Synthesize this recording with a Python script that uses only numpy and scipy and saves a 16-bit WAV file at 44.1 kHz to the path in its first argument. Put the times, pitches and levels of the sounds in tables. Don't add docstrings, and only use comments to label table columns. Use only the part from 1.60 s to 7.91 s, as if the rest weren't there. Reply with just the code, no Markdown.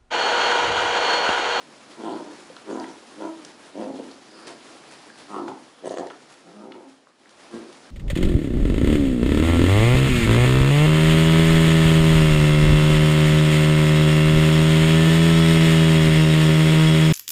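import sys
import numpy as np
from scipy import signal
from scipy.fft import rfft, irfft, next_fast_len
from scipy.io import wavfile
from scipy.ndimage import uniform_filter1d

SR = 44100
rng = np.random.default_rng(int(sys.argv[2]) if len(sys.argv) > 2 else 0)


def file_out(sig):
    cols = np.atleast_2d(sig).T
    lim = np.clip(cols, -1, 1)
    pcm = np.round(lim * 32767).astype(np.int16)
    wavfile.write(sys.argv[1], SR, pcm)


def rack_gain(trim_db):
    fader = np.asarray(trim_db, float)
    return 10 ** (fader / 20)


N = 278077

# (time [s], level above 2 kHz [dB])
RUSTLE_LEVEL = [(0.0, -51.5), (0.88, -51.5), (1.79, -52), (2.75, -53), (2.88, -50.5), (3.75, -52.5),
                (3.93, -54.5), (4.23, -56.5), (4.42, -54), (5.28, -60), (5.421, -63), (5.54, -63.5),
                (5.67, -58.5), (5.86, -53), (6.02, -52.5), (6.3, -53.5)]


def rms_one(x):
    return x / np.sqrt(np.mean(x ** 2) + 1e-20)


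def evened(x, seconds):
    return x / np.sqrt(uniform_filter1d(x ** 2, int(seconds * SR)) + 1e-12)


def add(out, s, sound):
    i = int(round(s * SR))
    out[i:i + len(sound)] += sound[:N - i]


def in_time(rows):
    s, *columns = np.transpose(rows)
    span = slice(int(s[0] * SR), int(s[-1] * SR))
    now = np.arange(span.start, span.stop) / SR
    return span, [np.interp(now, s, column) for column in columns]


def drift(rate, count=N):
    r = np.exp(-2 * np.pi * rate / SR)
    white = rng.standard_normal(count + 8000)
    slow = signal.lfilter([1], [1, -2 * r, r * r], white)
    return rms_one(slow[8000:])


def resonance(x, hz, width_hz):
    r = np.exp(-np.pi * width_hz / SR)
    hz = np.broadcast_to(hz, x.shape)
    out, state = np.zeros(len(x)), np.zeros(2)
    step = 512 if hz.strides[0] else len(x)
    zeros = [(1 - r * r) / 2, 0, (r * r - 1) / 2]
    for i in range(0, len(x), step):
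        poles = [1, -2 * r * np.cos(2 * np.pi * hz[i] / SR), r * r]
        out[i:i + step], state = signal.lfilter(zeros, poles, x[i:i + step], zi=state)
    return out


def cavity(x, hz, first_width_hz, second_width_hz):
    return resonance(resonance(x, hz, first_width_hz), hz, second_width_hz)


def dying(t60, length):
    return rack_gain(-60 * np.arange(int(length * SR)) / SR / t60)


def struck(hz, t60):
    fall = dying(t60, t60) - dying(2 / hz, t60)
    return np.sin(2 * np.pi * hz * np.arange(len(fall)) / SR) * fall


def rings(rows, cycles):
    out = np.zeros(N)
    for s, db, hz in rows:
        add(out, s, rack_gain(db) * struck(hz, cycles / hz))
    return out


def swell(length, peak_at):
    place = np.linspace(0, 1, int(length * SR))
    return np.sin(np.pi * np.interp(place, [0, np.clip(peak_at, .05, .95), 1], [0, .5, 1]))


def drone():
    start_db, follows = -67, 0.75
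    swing_db = np.interp(np.arange(N) / SR, *np.transpose(RUSTLE_LEVEL)) - RUSTLE_LEVEL[0][1]
    hum_noise = rms_one(resonance(rng.standard_normal(N), 145.5, 9.4))
    return rack_gain(start_db + follows * swing_db) * hum_noise


def rustle(patchy_db=1, grain_db=0.5):
    # (frequency [Hz], relative density [dB per Hz])
    rub_colour = [(15, -58), (25, -7.5), (113, -16), (142, -13.5), (174, -11), (213, -4), (337, -1),
                  (413, -5.5), (638, -5), (1640, -9.5), (2400, -12.5), (4780, -13.5), (10000, -22),
                  (11100, -27), (14400, -57), (22000, -120)]
    level_db = np.interp(np.arange(N) / SR, *np.transpose(RUSTLE_LEVEL))
    tilt_db = -0.78 + 0.02 * (level_db - level_db.mean())
    colour_hz, colour_db = np.transpose(rub_colour)
    edges = 22 * 2 ** np.arange(0, 9.3, .4)
    together = drift(9)
    white = rng.standard_normal((2, N)) * rack_gain(grain_db * drift(100))
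    knots = np.arange(0, N, 2000)
    out, treble_power = 0, 0
    for k, (low, high) in enumerate(zip(edges, edges[1:])):
        sos = signal.butter(2, [low, high], "band", fs=SR, output="sos")
        band = signal.sosfilt(sos, white[k % 2])
        hz = min(np.sqrt(low * high), 10000)
        band = band * rack_gain(np.interp(np.log(hz), np.log(colour_hz), colour_db))
        treble_power = treble_power + (hz > 2000) * np.mean(band ** 2)
        flicker = np.interp(np.arange(N), knots, rng.standard_normal(len(knots)))
        out = out + band * rack_gain(tilt_db * np.log2(hz / 4000) + patchy_db * (together + flicker))
    return rack_gain(level_db) * out / np.sqrt(treble_power)


def skids():
    # (time [s], level [dB], t60 [s])
    slides = [(0.796, -41, 0.058), (2.06, -47, 0.06), (2.42, -45, 0.26), (2.868, -32.5, 0.11),
              (2.884, -45.5, 0.29), (3.3, -42, 0.28), (3.569, -44.5, 0.33), (3.68, -50, 0.31),
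              (3.881, -41, 0.058), (4.68, -46, 0.44), (5.27, -52.5, 0.37), (5.701, -46, 0.079),
              (5.92, -46, 0.35), (6.12, -48, 0.17)]
    grit = rng.standard_normal(N) * rack_gain(4.0 * drift(330))
    grit = signal.sosfilt(signal.butter(1, [250, 4500], "band", fs=SR, output="sos"), grit)
    level = np.zeros(N)
    for s, db, t60 in slides:
        onset = 1 - dying(t60 / 3, t60)
        add(level, s, rack_gain(db) * dying(t60, t60) * onset)
    return rms_one(grit) * level


def thumps():
    # (time [s], level [dB], ring [Hz])
    landings = [(.9, -31.5, 505), (3.884, -37.5, 136), (5.94, -23.5, 235), (6.5, -36.5, 130),
                (5.94, -42, 83)]
    return rings(landings, 11.7)


def ticks(cycles=10.0):
    # (time [s], level [dB], brightest [Hz], spread [octaves])
    taps = [(0.9655, -34, 3770, 0.35), (0.967, -29.5, 1330, 0.19), (1.1989, -30.5, 4900, 0.21),
            (1.2428, -30, 1980, 0.24), (2.881, -38, 3470, 1), (3.008, -40, 3300, .25),
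            (1.2897, -38, 4120, 0.27), (1.849, -33, 5400, 0.82), (2.5136, -37, 4300, 0.34),
            (3.5015, -31, 1600, 0.15), (3.881, -24.5, 1040, 0.46), (3.882, -37, 3000, 0.85),
            (4.294, -35, 4050, 0.46), (4.373, -31.5, 1850, 0.36), (4.4701, -38, 4080, 0.75),
            (4.471, -39, 1880, .2), (4.501, -34, 3000, 0.39), (4.504, -27, 1440, 0.15),
            (4.51, -31, 1430, 0.23), (5.12, -31, 2100, 0.19), (5.1215, -34, 3320, 0.36),
            (5.471, -41, 1170, 0.23), (5.658, -42, 1840, 0.24), (5.693, -48, 5000, 1.3)]
    modes_hz = [850, 1150, 1380, 1660, 1880, 2420, 3300, 4150, 4950, 5600, 7300]
    out = np.zeros(N)
    grit = rng.standard_normal((len(taps), SR // 20))
    luck = rng.standard_normal((len(taps), len(modes_hz)))
    for (s, db, bright_hz, octaves), noise, draws in zip(taps, grit, luck):
        for hz, draw in zip(modes_hz, draws):
            away_db = -4.0 * (np.log2(hz / bright_hz) / octaves) ** 4
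            add(out, s, rack_gain(db + away_db + 1.5 * draw) * struck(hz, cycles / hz + .004))
        width_hz = bright_hz * octaves * 0.69
        crack = cavity(noise * dying(0.021, 1 / 20), bright_hz, width_hz, width_hz)
        add(out, s, rack_gain(db + 5.0) * crack)
    return out


def sniffs():
    # (time [s], length [s], level [dB], pitch [Hz])
    breaths_in = [(0.396, 0.22, -54.5, 3350), (0.511, .09, -54, 4350), (1.098, 0.074, -54.5, 6800),
                  (1.273, 0.092, -56, 5770), (2.662, 0.43, -56, 4830), (2.757, 0.16, -52.5, 1300),
                  (3.26, 0.21, -60, 4800), (3.5, 0.21, -60, 4800), (4.136, 0.11, -62.5, 3330)]
    out = np.zeros(N)
    air = rng.standard_normal((len(breaths_in), SR // 2))
    for (s, length, db, hz), noise in zip(breaths_in, air):
        shape = swell(length, 0.2)
        whistle = rms_one(resonance(resonance(noise, hz * 0.927, 480), hz * 1.034, 490))
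        add(out, s, rack_gain(db) * shape * whistle[:len(shape)])
    return out


def jolts():
    # (time [s], level [dB], throat ring [Hz])
    slaps = [(0.464, -39, 315), (0.53, -19, 330), (.601, -24, 332), (1.111, -19, 396), (1.191, -27, 335),
             (1.21, -26, 317), (1.605, -23, 550), (2.196, -15, 334), (2.234, -19, 286), (2.304, -18.5, 567),
             (2.309, -20, 292), (2.396, -20, 520), (3.765, -17.5, 380), (3.797, -20, 330),
             (3.817, -20.5, 333), (3.838, -22, 342), (4.241, -22, 555), (4.2745, -11, 570),
             (4.308, -18, 523), (4.37, -16, 506), (4.4062, -18, 342), (4.442, -19, 630),
             (5.084, -27.5, 282), (5.16, -29, 387)]
    rasp_hz, rasp_db = 1810, -36
    rasps = [(s, db + rasp_db, rasp_hz) for s, db, _ in slaps]
    return rings(slaps, 6.9) + rings(rasps, 43.0)


def hums(waver=.008, waver_db=1.5):
    # (start [s], length [s], first pitch [Hz], last pitch [Hz], level [dB])
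    stretches = [(0.389, 0.058, 219, 274, -37.5), (0.453, 0.068, 340, 345, -36),
                 (0.477, 0.29, 331, 287.8, -37), (1.069, 0.073, 392, 392, -38.5),
                 (1.115, 0.047, 281, 257, -37), (1.18, 0.11, 330, 312.7, -32.5),
                 (1.595, 0.19, 334.6, 312.6, -33.5), (1.76, 0.19, 305.4, 300, -50),
                 (3.92, 0.13, 245.4, 250.5, -47.5), (2.249, 0.094, 262.2, 294, -38),
                 (3.7, 0.093, 207.5, 195, -41.5), (3.754, 0.113, 374, 330.5, -35),
                 (4.85, 0.069, 181.7, 173, -47.5), (4.931, 0.17, 204.6, 215, -45.5),
                 (5.06, 0.11, 276.2, 252, -46), (5.235, 0.082, 264, 286, -47)]
    # (multiple of the pitch, level [dB])
    partials = [(1, -2.5), (2, -14), (3, -13.5), (4, -23.5), (5, -30.5)]
    out = np.zeros(N)
    for s, length, first_hz, last_hz, level_db in stretches:
        shape = swell(length, 0.25)
        n = len(shape)
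        pitch_hz = np.linspace(first_hz, last_hz, n) * (1 + waver * drift(28, count=n))
        phase = 2 * np.pi * np.cumsum(pitch_hz) / SR
        tone = sum(rack_gain(db + waver_db * drift(53, count=n)) * np.sin(k * phase) for k, db in partials)
        add(out, s, np.sqrt(2) * rack_gain(level_db) * tone * shape)
    return out


def growl(rows, voice, uneven, flutter_db=4):
    # (centre [Hz], width of each of two passes [Hz], level [dB])
    muzzle_modes = [(1850, 400, -2), (3050, 800, -5), (4500, 1200, -9), (6300, 1500, -10),
                    (8000, 2000, -13)]
    span, (effort_db, jaw_db, curl_db) = in_time(rows)
    n = len(effort_db)
    per_s, throat_hz, mouth_hz, lips_hz, palate_hz, palate_db, breath_db = voice
    mouth_hz = mouth_hz * np.exp(.008 * (jaw_db - jaw_db.mean()))

    uneven = uneven * np.interp(np.arange(n) / SR, [.04, .08], [.45, 1])
    cycle = np.cumsum(per_s * np.exp(.18 * uneven * drift(60, count=n))) / SR + .7
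    slap = np.diff(np.floor(cycle), prepend=0) > 0
    force = rack_gain(uneven * (1.5 * rng.standard_normal(n) + flutter_db * drift(30, count=n)))
    pulses = slap * force
    puff = signal.lfilter([1], [1, -np.exp(-1 / (.006 * SR))], pulses)
    breath = puff * rng.standard_normal(n)
    echo = np.roll(pulses, int(SR / 330)) / 2
    source = rms_one(pulses + echo) + .7 * uneven * rms_one(breath)
    source = signal.sosfilt(signal.butter(2, 200, "high", fs=SR, output="sos"), source)

    throat_hz, mouth_hz, lips_hz = [hz * np.exp(.05 * drift(9, count=n))
                                    for hz in (throat_hz, mouth_hz, lips_hz)]
    chest = cavity(source, 168.4, 68, 87)
    throat = cavity(source, throat_hz, 220, 263)
    mouth = cavity(source, mouth_hz, 170, 230)
    lips = cavity(source, lips_hz, 190, 250)
    palate = cavity(source, palate_hz, 220, 280)
    muzzle = 0
    for hz, width_hz, db in muzzle_modes:
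        hz = hz * np.exp(.05 * drift(12, count=n))
        db = db + 2.5 * drift(20, count=n)
        muzzle = muzzle + rack_gain(db) * cavity(breath, hz, width_hz, width_hz)

    parts = [(throat, 0), (-chest, -11.5), (-mouth, jaw_db), (lips, curl_db),
             (-palate, curl_db + palate_db), (muzzle, breath_db + curl_db)]
    blend = sum(rack_gain(db) * evened(part, 0.0253) for part, db in parts)
    out = np.zeros(N)
    out[span] = rack_gain(effort_db) * blend * signal.windows.tukey(n, .1)
    return out


def growls():
    # (time [s], effort [dB], jaw opening: mouth against throat [dB],
    # lip curl: lips against throat [dB])
    bursts = [
        [(.36, -48, -18, -2), (.402, -43, -12, -4.5), (.442, -33.5, -8, -6), (.5, -35, -1, -4.5),
         (.546, -34, -10, -10), (.576, -38, -25, -1), (.624, -39, -13, -14), (.72, -50, -1, 1.5),
         (.8, -65, -16, -24)],
        [(1.04, -58, 1, -22), (1.076, -39, -17, -12), (1.105, -33.5, -24, -5.5), (1.132, -33, -24, -13),
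         (1.162, -32, -18, -9.5), (1.19, -34.5, -2, -8), (1.218, -40, -2, -5.5), (1.268, -50, 7, 5.5),
         (1.33, -44.5, -14, -9)],
        [(1.55, -60, -10, -16), (1.585, -42.5, -9, -29), (1.615, -37, -9, -1.5), (1.65, -38, -1, -4.5),
         (1.694, -46, -5, -2), (1.74, -60, -14, -4), (1.81, -68, -7, -9)],
        [(2.12, -66, -16, -21), (2.158, -39.5, -1, -8), (2.226, -33.5, -7.5, -5.5), (2.262, -39, -2, -6),
         (2.298, -40.5, -3, -13), (2.368, -38, -7, -10), (2.416, -40.5, -6, -6.5), (2.454, -43.5, -15, -13),
         (2.53, -51, -17, -8), (2.57, -70, -2, -16)],
        [(3.66, -59, -15, -10), (3.705, -44.5, -2, -3), (3.746, -40, 1, 2.5), (3.775, -39.5, -4, 2),
         (3.8, -38, 0, -5), (3.82, -43, -2, -22), (3.86, -39.5, -5, -20), (3.89, -37.5, 1.5, -10),
         (3.94, -47.5, 0, -15), (4.03, -73, 4, -18)],
        [(4.21, -71, -11, -10), (4.225, -49, -21, -27), (4.25, -34, -12, -15.5), (4.278, -33, -12, -9),
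         (4.304, -37.5, -2.5, -7), (4.338, -37, -4, -12), (4.374, -35.5, -7, -5), (4.402, -32.5, -9, -13),
         (4.425, -35.5, 1.5, -24), (4.452, -37.5, -1.5, -35), (4.53, -53, -10, 7)],
        [(4.82, -58, -12, -12), (4.88, -53.5, 0, -10), (4.98, -51.5, -13, -8), (5.032, -46, -5, -9),
         (5.092, -45, -9, -25), (5.128, -48.5, -7, -6), (5.176, -46, -5, -18), (5.26, -54.5, -4, -16),
         (5.35, -72, -14, -13)],
        [(5.9, -63, 11, -1), (5.942, -35, -32, -16.5), (5.98, -40, -46, -15), (6.048, -45, -18, -19),
         (6.08, -51, -13, -20), (6.12, -47, -22, -10)],
        [(2.7, -58, -10, -12), (2.74, -51.5, -8, -11), (2.82, -53.5, -10, -14), (2.9, -47.5, -6, -3),
         (2.95, -53, -4, -8), (3.0, -67, -10, -12)],
    ]
    # (mean pulses [per s], throat [Hz], mouth [Hz], lips [Hz], palate [Hz],
    # palate against the lips [dB], breath at zero lip curl [dB])
    voices = [(108.4, 346, 816, 966, 1435, -12, -13), (105.2, 334, 810, 910, 1450, -8.5, -12),
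              (106.8, 300, 560, 880, 1420, -8.5, -13), (97.7, 260, 528, 790, 1480, -21, -12),
              (101.3, 295, 797, 1152, 1270, -2, -16), (91.5, 410, 724, 1014, 1810, -8, -2),
              (110.7, 332, 815, 1280, 1550, -14, -27), (114.2, 324, 500, 1160, 1620, -5, -8.5),
              (105.1, 336, 633, 960, 1450, -4, -18)]
    unevenness = [.5, .6, .45, .7, .55, .7, .65, .6, .7]
    return sum(growl(*one) for one in zip(bursts, voices, unevenness))


def catches():
    # (time [s], change [dB])
    moments = [(0.583, -8), (0.646, -5), (.72, 2), (2.331, -21), (2.377, -10), (2.435, -2), (2.51, -3),
               (1.18, -2), (3.876, -2.5), (4.293, -10), (4.358, -11), (4.45, -21)]
    length_s = 0.033
    change_db = np.zeros(N)
    for s, db in moments:
        add(change_db, s - length_s / 2, db * np.hanning(int(length_s * SR)))
    return rack_gain(change_db)


def room(x, echo_db=-16.5, mode_db=1.5):
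    # (frequency [Hz], relative level [dB], t60 [s])
    air_modes = [(266.6, 6, 0.5), (315, -8, 0.87), (387, -3.5, 0.37), (510, 5.5, 0.14)]
    low_t60_s, wall_cut_hz = .36, 3500
    size = next_fast_len(N + SR)
    w = 2 * np.pi * np.arange(size // 2 + 1) / size
    t60 = low_t60_s / (1 + (w * SR / (2 * np.pi * wall_cut_hz)) ** 2) ** 0.43
    echoes = 0
    for k, lag in enumerate(rng.uniform(.009, .045, 20)):
        loop = rack_gain(-60 * lag / t60) * np.exp(-1j * w * lag * SR)
        echoes = echoes + (-1) ** k * loop / (1 - loop)
    reverb = irfft(rfft(x, size) * echoes, size)[:N]
    modes = sum(rack_gain(db) * resonance(x, hz, np.log(1000) / np.pi / t60_s) for hz, db, t60_s in air_modes)
    return x + rack_gain(echo_db) * reverb + rack_gain(mode_db) * modes


def scene():
    voice = growls() + hums()
    near = voice * catches() + jolts() + ticks() + skids() + thumps() + sniffs()
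    return (room(near + 1e-18) + rustle() + drone())[None]


def low_pass(x):
    return signal.sosfilt(signal.butter(12, 11440, fs=SR, output="sos"), x)


def record(dry):
    thin = signal.sosfilt(signal.butter(2, 130, "high", fs=SR, output="sos"), dry)
    cut = signal.sosfilt(signal.ellip(12, .5, 70, 11085, fs=SR, output="sos"), thin)
    return low_pass(cut)


dry = scene()
out = record(dry)
file_out(out)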